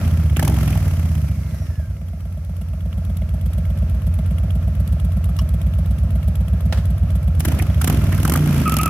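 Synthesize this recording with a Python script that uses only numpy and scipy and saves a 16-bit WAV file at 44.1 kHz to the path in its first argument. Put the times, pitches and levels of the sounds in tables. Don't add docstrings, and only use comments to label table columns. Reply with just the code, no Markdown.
import sys
import numpy as np
from scipy import signal
from scipy.fft import rfft, irfft, next_fast_len
from scipy.io import wavfile
from scipy.ndimage import uniform_filter1d

SR = 44100
rng = np.random.default_rng(int(sys.argv[2]) if len(sys.argv) > 2 else 0)


def bounce(signal):
    frames = np.transpose(np.atleast_2d(signal))
    limited = np.clip(frames, -1, 1)
    pcm = np.round(limited * 32767).astype(np.int16)
    wavfile.write(sys.argv[1], SR, pcm)


N = 392049
TIME = np.arange(N) / SR
IDLE_RPM = 980
REAR_LAG = .402


def from_db(db):
    return 10 ** (np.asarray(db) / 20)


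def rms_one(x):
    return x / np.sqrt(np.mean(x ** 2) + 1e-20)


def in_time(rows):
    s, *columns = np.transpose(rows)
    return [np.interp(TIME, s, column) for column in columns]


def at_hz(points, hz):
    f, value = np.transpose(points)
    octaves_beyond = np.log2(hz / np.clip(hz, f[0], f[-1]))
    return np.interp(np.log(hz), np.log(f), value) - 48 * np.abs(octaves_beyond)


def drift(rate_hz):
    steps = TIME * rate_hz
    return rms_one(np.interp(steps, np.arange(8192), rng.standard_normal(8192)))


def cut(x, hz, kind, order=2):
    return signal.sosfilt(signal.butter(order, hz, kind, fs=SR, output="sos"), x)


def resonance(x, hz, width_hz):
    r = np.exp(-np.pi * width_hz / SR)
    top = np.array([1, 0, -1]) * (1 - r * r) / 2
    bottom = [1, -2 * r * np.cos(2 * np.pi * hz / SR), r * r]
    return signal.lfilter(top, bottom, signal.lfilter(top, bottom, x))


def evened(x, size=5400):
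    power = uniform_filter1d(uniform_filter1d(x ** 2, size=size), size=size // 2)
    return x / np.sqrt(np.abs(power) + 1e-12)


# pitch_hz [Hz], likeness [-1 to 1]
LIKENESS = [(60, 0.31), (200, 0.98), (700, 0.74), (1300, 0.72), (2400, 0.16), (4400, -0.13), (8000, -0.026),
            (15000, 0.043)]


def noise(colour, tilt_db=0, size=N):
    length = next_fast_len(size, True)
    hz = np.maximum(np.arange(length // 2 + 1) * SR / length, 1)
    alike = np.clip(np.interp(hz, *np.transpose(LIKENESS)), -1, 1)
    mid, side = rfft(rng.standard_normal((2, length)))
    pair = np.sqrt(1 + alike) * mid + np.sqrt(1 - alike) * side * [[1], [-1]]
    shape = from_db(at_hz(colour, hz) + tilt_db * np.log2(hz))
    return rms_one(irfft(pair * shape, length)[:, :size])


def strokes(cycle, start, width, uneven_db):
    turn, angle = np.divmod(cycle - start + 2, 1)
    strength = from_db(uneven_db * rng.standard_normal(256))
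    u = angle / width
    return strength[turn.astype(int)] * u * u * np.exp(2 - 2 * u)


def burst(s, rise, decay):
    out, first = np.zeros(N), int(s * SR)
    age = TIME[:min(N - first, SR // 4)]
    shape = (1 - np.exp(-(age / rise) ** 2)) * np.exp(-age / decay)
    out[first:first + len(age)] = shape / shape.max()
    return out


# [dB, relative]
RUMBLE = [(20, -20), (40, -38), (80, 7), (200, -0.5), (400, -27)]


def rumble(rush_db):
    return from_db(rush_db) * noise(RUMBLE)


# [dB per octave, towards the treble]
KNOCKS = [(5.388, -29.5, 0.007, 3.5), (6.724, -22, 0.0094, -0.2), (6.743, -37.5, 0.059, 0.5),
          (6.773, -32.5, 0.015, 0)]
# [dB, relative]
KNOCK = [(300, 12), (650, 18.5), (1000, 15), (1700, 14.5), (2200, 9), (3000, 10), (4200, 7), (5500, 4),
         (7000, 1), (15000, -7)]


def knocks():
    out = np.zeros((2, N))
    for s, db, decay, tilt_db in KNOCKS:
        span = slice(int(s * SR), int(s * SR) + SR // 4)
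        out[:, span] += from_db(db) * burst(s, 0.00071, decay)[span] * noise(KNOCK, tilt_db, size=SR // 4)
    return out


# pitch_hz [Hz], level_db [dB], decay_s [s]
STAND = [(1100, -32, .008), (1230, -44, .012), (2920, -31, .007), (3200, -42, .014), (5480, -32, .005),
         (5700, -51, .012)]


def side_stand(s=5.389):
    return sum(from_db(db) * burst(s, 0.0017, decay) * np.sin(2 * np.pi * hz * TIME + drift(190))
               for hz, db, decay in STAND)


# start_s [s], length_s [s], level_db [dB]
SQUEALS = [(8.654, 0.041, -12.5), (8.68, 0.1, -20.5), (8.779, 0.0386, -15.5), (8.796, 0.19, -14)]
SQUEAL_HZ, SQUEAL_SAG_HZ = 1344, 99.7


def squeal(rough=0.0302, octave_db=-12):
    grip = sum(from_db(db) * np.sin(np.pi * np.clip((TIME - s) / length, 0, 1)) for s, length, db in SQUEALS)
    hz = SQUEAL_HZ - SQUEAL_SAG_HZ * grip / grip.max()
    phase = 2 * np.pi * np.cumsum(hz * (1 + rough * drift(350))) / SR
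    octave = from_db(octave_db + 3 * drift(90)) * np.sin(2 * phase + drift(500))
    return grip * from_db(2 * drift(150)) * rms_one(np.sin(phase) + octave)


# [dB, before the casing]
WHINE = [(1.25, 2395, -53), (1.5, 2050, -51), (1.65, 1845, -61), (1.8, 1650, -51), (1.9, 1540, -57),
         (2.05, 1350, -83)]
# pitch_hz [Hz], level_db [dB]
CASING = [(1400, -3), (1680, 1.5), (2000, -1), (3400, -17), (4050, -10), (4700, -25), (5600, 4),
          (6400, -22), (7500, -14), (8500, -22)]


def whine(rough=.026, flutter_db=2):
    hz, db = in_time(WHINE)
    phase = 2 * np.pi * np.cumsum(hz * (1 + rough * drift(500))) / SR
    tone = sum(from_db(at_hz(CASING, k * hz)) * np.sin(k * phase) for k in range(1, 5))
    sounding = (TIME > WHINE[0][0]) & (TIME < WHINE[-1][0])
    return sounding * from_db(db + flutter_db * drift(50.4)) * tone


# [dB, relative]
TICK = [(2000, -29), (3200, 10), (4500, 2.5), (6500, 0), (8200, 6.5), (9500, 4), (11400, 15.5),
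        (13000, 5.5), (16000, -2)]


def valves(cycle, level_db):
    # (place in the cycle, length as a share of the cycle, dB)
    cams = [(0.0007, 0.026, 17.2), (0.373, 0.058, 12.0), (0.11, 0.018, 7.1)]
    gate = sum(from_db(db) * strokes(cycle, start, width, uneven_db=-3.0) for start, width, db in cams)
    return from_db(level_db) * rms_one(gate) * noise(TICK)


def clatter(cycle, rush_db, level_db=-14.0, start=0.0014, width=0.019):
    front = strokes(cycle, start, width, 3)
    rear = from_db(-3) * strokes(cycle, start + REAR_LAG, width, 3)
    # (Hz, dB)
    fins = [(1200, 13), (1650, -7.5), (2000, 2.0), (2500, 5.0), (3000, 1), (3400, 2.0), (4200, -18.0)]
    return from_db(rush_db + level_db) * rms_one(front + rear) * noise(fins)


def tappets(cycle, level_db, knock_db=-3, width_hz=260):
    gate = strokes(cycle, .985, .012, 4) + .6 * strokes(cycle, .42, .014, 5)
    rings = sum(resonance(gate * rng.standard_normal((2, N)), hz, width_hz) for hz in (2150, 2850, 3300))
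    return from_db(level_db + knock_db) * rms_one(rings)


# [dB, relative]
RUSH = [(180, 17), (300, 0.5), (458, -8), (637, -4), (751, -13.5), (1200, -9), (1380, -5), (1470, -13.5),
        (1600, -9), (2120, -17.5), (2410, -13), (3600, -20), (5000, -26.5), (6500, -77), (11000, -120)]
HISS = [(2060, 8), (3500, -21), (3780, -3.5), (5750, 3.5), (6780, -1.5), (8690, -3), (11400, 1.5),
        (15100, -4), (16000, -26)]


def jet(cycle, rush_db, hiss_db, opens=0.32, width=0.29, rush_depth=0.48, hiss_depth=0.33):
    puffs = strokes(cycle, opens, width, 1) + strokes(cycle, opens + REAR_LAG, width, 2.5)
    rush = from_db(rush_db + 5.5) * rms_one(1 + rush_depth * puffs) * noise(RUSH)
    hiss = from_db(hiss_db + 2.0) * rms_one(1 + hiss_depth * puffs) * noise(HISS)
    return rush + hiss


# [dB, relative]
CAN = [(555, 170, 6), (628, 81, 5.5), (770, 82, -5)]


def cans(cycle, level_db, knock_db=-7, knock_hz=630, knock_width_hz=125, gas_db=-3.0, steady=0.23,
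         uneven_db=3.5):
    blows = [(.405, 0), (.735, -6), (.955, -9), (.13, -12)]   # (place in the cycle, dB)
    clicks = 0
    for at, db in blows:
        passing = np.diff(np.floor(cycle - at), prepend=np.floor(cycle[0] - at))
        clicks = clicks + from_db(db + uneven_db * drift(15)) * passing
    knock = resonance(clicks + 1e-18, knock_hz, knock_width_hz)
    flow = steady + sum(from_db(db) * strokes(cycle, at, 0.034, 1.5) for at, db in blows)
    gas = flow * rng.standard_normal(N)
    hum = sum(from_db(db) * resonance(gas, hz, width_hz) for hz, width_hz, db in CAN)
    return from_db(level_db) * (from_db(knock_db) * evened(knock) + from_db(gas_db) * evened(hum))


# start_s [s], level_db [dB, envelope peak], pitch_hz [Hz]
POPS = [(0.363, -22.5, 2500), (0.393, -23.5, 1700), (0.425, -19, 670), (0.474, -24.5, 820),
        (0.447, -31, 606), (0.495, -19.5, 706), (0.52, -27, 840), (0.574, -30, 795), (0.681, -32, 2680),
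        (0.727, -30, 2480), (0.754, -28, 880), (0.868, -28, 557), (7.449, -25, 1700), (7.517, -24, 667),
        (7.597, -24.5, 2100), (7.812, -22, 1360), (7.874, -18.5, 1190), (7.924, -28, 940),
        (8.127, -26, 1950), (8.183, -27, 1290), (8.249, -15, 1200), (8.277, -14.5, 700), (8.317, -17, 1240),
        (8.333, -20, 1180), (8.354, -11.5, 1230)]


def pops(rise=0.001, decay=0.0065, skirt_db=-11):
    out = np.zeros((2, N))
    for s, db, hz in POPS:
        span = slice(int(s * SR), int(s * SR) + SR // 4)
        colour = [(hz / 1.35, skirt_db), (hz, 0), (hz * 1.35, skirt_db)]
        out[:, span] += from_db(db) * burst(s, rise, decay)[span] * noise(colour, size=SR // 4)
    return out


CRACK_ANGLES = (.467, .042)
# [dB, relative]
CRACK_FIZZ = [(2500, -27), (4000, -4.5), (6000, -1), (8000, -1.5), (11500, 4.5), (14000, 1.5), (16000, -13)]
CRACK_BARK = [(250, 15.5), (400, -11), (700, 0.5), (1000, -8), (1400, -7.5), (2200, -8.5), (3200, -8),
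              (4500, -32)]


def cracks(cycle, filling, level_db, fizz_db=-4, bark_db=-4, fizz_decay=0.0032, bark_decay=0.0053,
           lead=0.0003, uneven_db=2.5, bark_follows=0.76):
    angles = np.add.outer(np.arange(1, int(cycle[-1]) + 1), CRACK_ANGLES).ravel()
    firings = np.searchsorted(cycle, angles[angles < cycle[-1]])
    sizes = from_db(level_db[firings] + uneven_db * rng.standard_normal(len(firings)))
    fizz, bark = np.zeros(N), np.zeros(N)
    for i, size in zip(firings, sizes):
        charge = filling[i]
        if charge > .04:
            fizz += size * charge * burst(i / SR + lead / 2, 0.0013, fizz_decay)
            bark += size * charge ** bark_follows * burst(i / SR - lead / 2, 0.0013, bark_decay)
    return from_db(fizz_db) * fizz * noise(CRACK_FIZZ) + from_db(bark_db) * bark * noise(CRACK_BARK)


THUMP_ANGLES = (.352, .864)
# [dB, rear cylinder, relative]
PIPE = [(61.2, 12, -25, 4.6), (90.7, 12, 11.2, 10.9), (90, 18.4, 7.6, 10.8), (160, 30, 3, -2),
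        (178, 110, -3, -12), (215, 70, -2.5, -9), (130, 36, -5, -3)]


def pipes(cycle, boom_db, bark_db, uneven_db=1.5, churn=0.078):
    early = SR // 5
    cycle = np.r_[cycle[0] + np.linspace(-3, 0, early), cycle]
    front, rear = [strokes(cycle, start, .018, uneven_db) for start in THUMP_ANGLES]
    eddies = churn * rms_one(cut(rng.standard_normal(len(cycle)), 185, "low")) / 2
    rings = []
    for k, (hz, width_hz, front_db, rear_db) in enumerate(PIPE):
        push = from_db(front_db) * (front + eddies) + from_db(rear_db) * rear
        rings.append(resonance(push, hz, width_hz) * (-1) ** (k + 1))
    deep = evened(cut(sum(rings[:3]), 47, "high", order=6))[early:]
    upper = evened(cut(sum(rings[3:]), 47, "high", order=6))[early:]
    return from_db(boom_db) * deep + from_db(bark_db) * upper


# start_s [s], low_db [dB], middle_db [dB], high_db [dB], all before each register's own level
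BLIP = [(0, -17.5, -28, -39), (.15, -11.5, -19, -58), (.33, -12, -24.5, -44), (.4, -18, -18.5, -33),
        (.52, -10.5, -19.5, -21), (.62, -15.5, -21, -45), (.85, -16, -24.5, -49), (1.2, -17, -24.5, -56),
        (1.5, -23.5, -29.5, -70), (1.82, -21, -37, -68), (1.95, -26, -34, -62)]
REVS = [(7.36, -20, -26, -50), (7.48, -16, -24.5, -27), (7.64, -17, -26.5, -36), (7.8, -10.5, -23, -48),
        (7.87, -17.5, -19, -30), (7.95, -9.5, -17, -17), (8.17, -14.5, -22.5, -42),
        (8.31, -9.5, -12.5, -23), (8.42, -11, -6, -14.5), (8.62, -16, -13.5, -28), (8.75, -12.5, -15, -26),
        (8.89, -12, -16, -25)]
# pitch_hz [Hz], width_hz [Hz, of one pass], lead_s [s, before the thump],
# rear_share [rear cylinder's strength against the front], level_db [dB]
ROAR = [(74, 49.6, 0.01247, 0.56, 0.5), (149, 58, 0.0032, 0.56, -1.5), (298, 138, 0.00076, 0.66, -4.5)]


def roar(cycle, rpm, uneven_db=1.0, churn=.08):
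    out = 0
    start = THUMP_ANGLES[0]
    for (hz, width_hz, lead, rear, db), level_db in zip(ROAR, in_time(list(BLIP) + list(REVS))):
        early = cycle + lead * rpm / 120
        puffs = strokes(early, start, .016, uneven_db)
        puffs = puffs + rear * strokes(early, start + REAR_LAG, .016, uneven_db)
        eddies = rms_one(cut(rng.standard_normal(N), 330, "low"))
        gas = puffs + churn * np.sqrt(puffs + 0.06) * eddies
        out = out + from_db(db + level_db) * evened(resonance(gas, hz, width_hz), size=4400)
    return out


# open_s [s], close_s [s], opening [0 to 1]
THROTTLE = [(0.35, 0.473, 0.36), (7.39, 7.469, 0.66), (7.587, 7.602, 0.37), (7.8, 7.876, 0.73),
            (8.106, 8.195, 0.18), (8.199, 8.348, 0.52), (8.674, 8.867, 0.55)]
THROTTLE_OPEN_S, THROTTLE_RELEASE_S = 0.0049, 0.034


def throttle():
    twists = []
    for start, end, amount in THROTTLE:
        opened = np.clip((TIME - start) / THROTTLE_OPEN_S, 0, 1)
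        twists.append(amount * opened * np.exp(-np.maximum(TIME - end, 0) / THROTTLE_RELEASE_S))
    return np.max(twists, axis=0)


# [dB, before each part's share]
AIM = [(0, -1.5), (1.2, -6), (2.4, -4.5), (3.1, -2), (3.8, -0.3), (7.3, 1), (8.89, -1.5)]
LAW = {"boom": (-15.5, 31, 11, 2), "bark": (-26.5, 19, -2, 2), "tappet": (-56, 10, -6, 1.5),
       "can": (-43, 5, -13, 1.48), "rush": (-44, 11.5, -4.5, 1.52), "hiss": (-57, 12.5, 2, 0.56),
       "tick": (-51.5, 1, 21.5, 2.1), "crack": (-16.5, 8, 0.5, 0.44)}


def loudness(rpm, opening):
    doublings, aim_db = np.log2(rpm / IDLE_RPM), in_time(AIM)[0]
    return {part: idle_db + speed_db * doublings + load_db * opening + share * aim_db
            for part, (idle_db, speed_db, load_db, share) in LAW.items()}


# start_s [s], speed_rpm [revolutions per minute]
SPEED = [(0, 2023), (.2, 1950), (.35, 1716), (.45, 2376), (.53, 2782), (.75, 2430), (.95, 2041),
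         (1.15, 1925), (1.35, 1549), (1.55, 1601), (1.85, 1123), (2.04, 1001.8), (4.31, 983.5),
         (4.6, 974.6), (6.01, 975.9), (6.39, 956.5), (7.36, 968.7), (7.42, 1355), (7.5, 1904), (7.65, 1403),
         (7.79, 1755), (7.87, 2125), (7.94, 2718), (8.1, 2158), (8.21, 2320), (8.3, 2771), (8.39, 3650),
         (8.5, 3500), (8.65, 3100), (8.73, 2570), (8.89, 2700)]
START_ANGLE = .185
COAST_CHARGE = 0.057
DRONE_FROM_RPM, DRONE_FULL_RPM = 1000, 1236


def scene(beat=0.26, beat_angle=0.52, lope=0.0107):
    rpm, opening = in_time(SPEED)[0], throttle()
    merged = np.clip((rpm - DRONE_FROM_RPM) / (DRONE_FULL_RPM - DRONE_FROM_RPM), 0, 1)
    cycle = START_ANGLE + np.cumsum(rpm) / (120 * SR)
    cycle = cycle + lope * (1 - merged) * drift(9)
    db = loudness(rpm, opening)
    charge = np.maximum(opening, COAST_CHARGE * np.log2(rpm / IDLE_RPM))

    engine = valves(cycle, db["tick"]) + clatter(cycle, db["rush"]) + tappets(cycle, db["tappet"]) + whine()
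    beating = 1 + beat * np.cos(2 * np.pi * (cycle - beat_angle))
    thumps = (1 - merged) * beating * pipes(cycle, db["boom"], db["bark"])
    bass = thumps + np.sqrt(merged) * roar(cycle, rpm)
    gas = jet(cycle, db["rush"], db["hiss"]) + cracks(cycle, charge, db["crack"]) + pops()
    exhaust = bass + cans(cycle, db["can"]) + gas
    return rumble(db["rush"]) + knocks() + side_stand() + squeal() + engine + exhaust


LIMIT_DB, LIMIT_WINDOW_S, LOW_CUT_HZ = -14.5, 0.08, 56.6


def limiter(x, treble_db=6):
    mid = x.mean(axis=0)
    power = mid ** 2 + (from_db(treble_db) * cut(mid, 870, "high")) ** 2
    size = int(LIMIT_WINDOW_S * SR)
    smooth = uniform_filter1d(uniform_filter1d(power, size=size), size=size // 2)
    over = smooth / from_db(LIMIT_DB) ** 2
    return x / (1 + over ** 4) ** (1 / 8)


def record(dry):
    x = cut(dry, LOW_CUT_HZ, "high", order=4) * from_db([[-.45], [.45]])
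    x = limiter(x)
    x = x / (1 + (np.abs(x) / .54) ** 8) ** (1 / 8)
    return signal.sosfilt(signal.cheby2(16, 70, 17200, fs=SR, output="sos"), x)


dry = scene()
out = record(dry)
bounce(out)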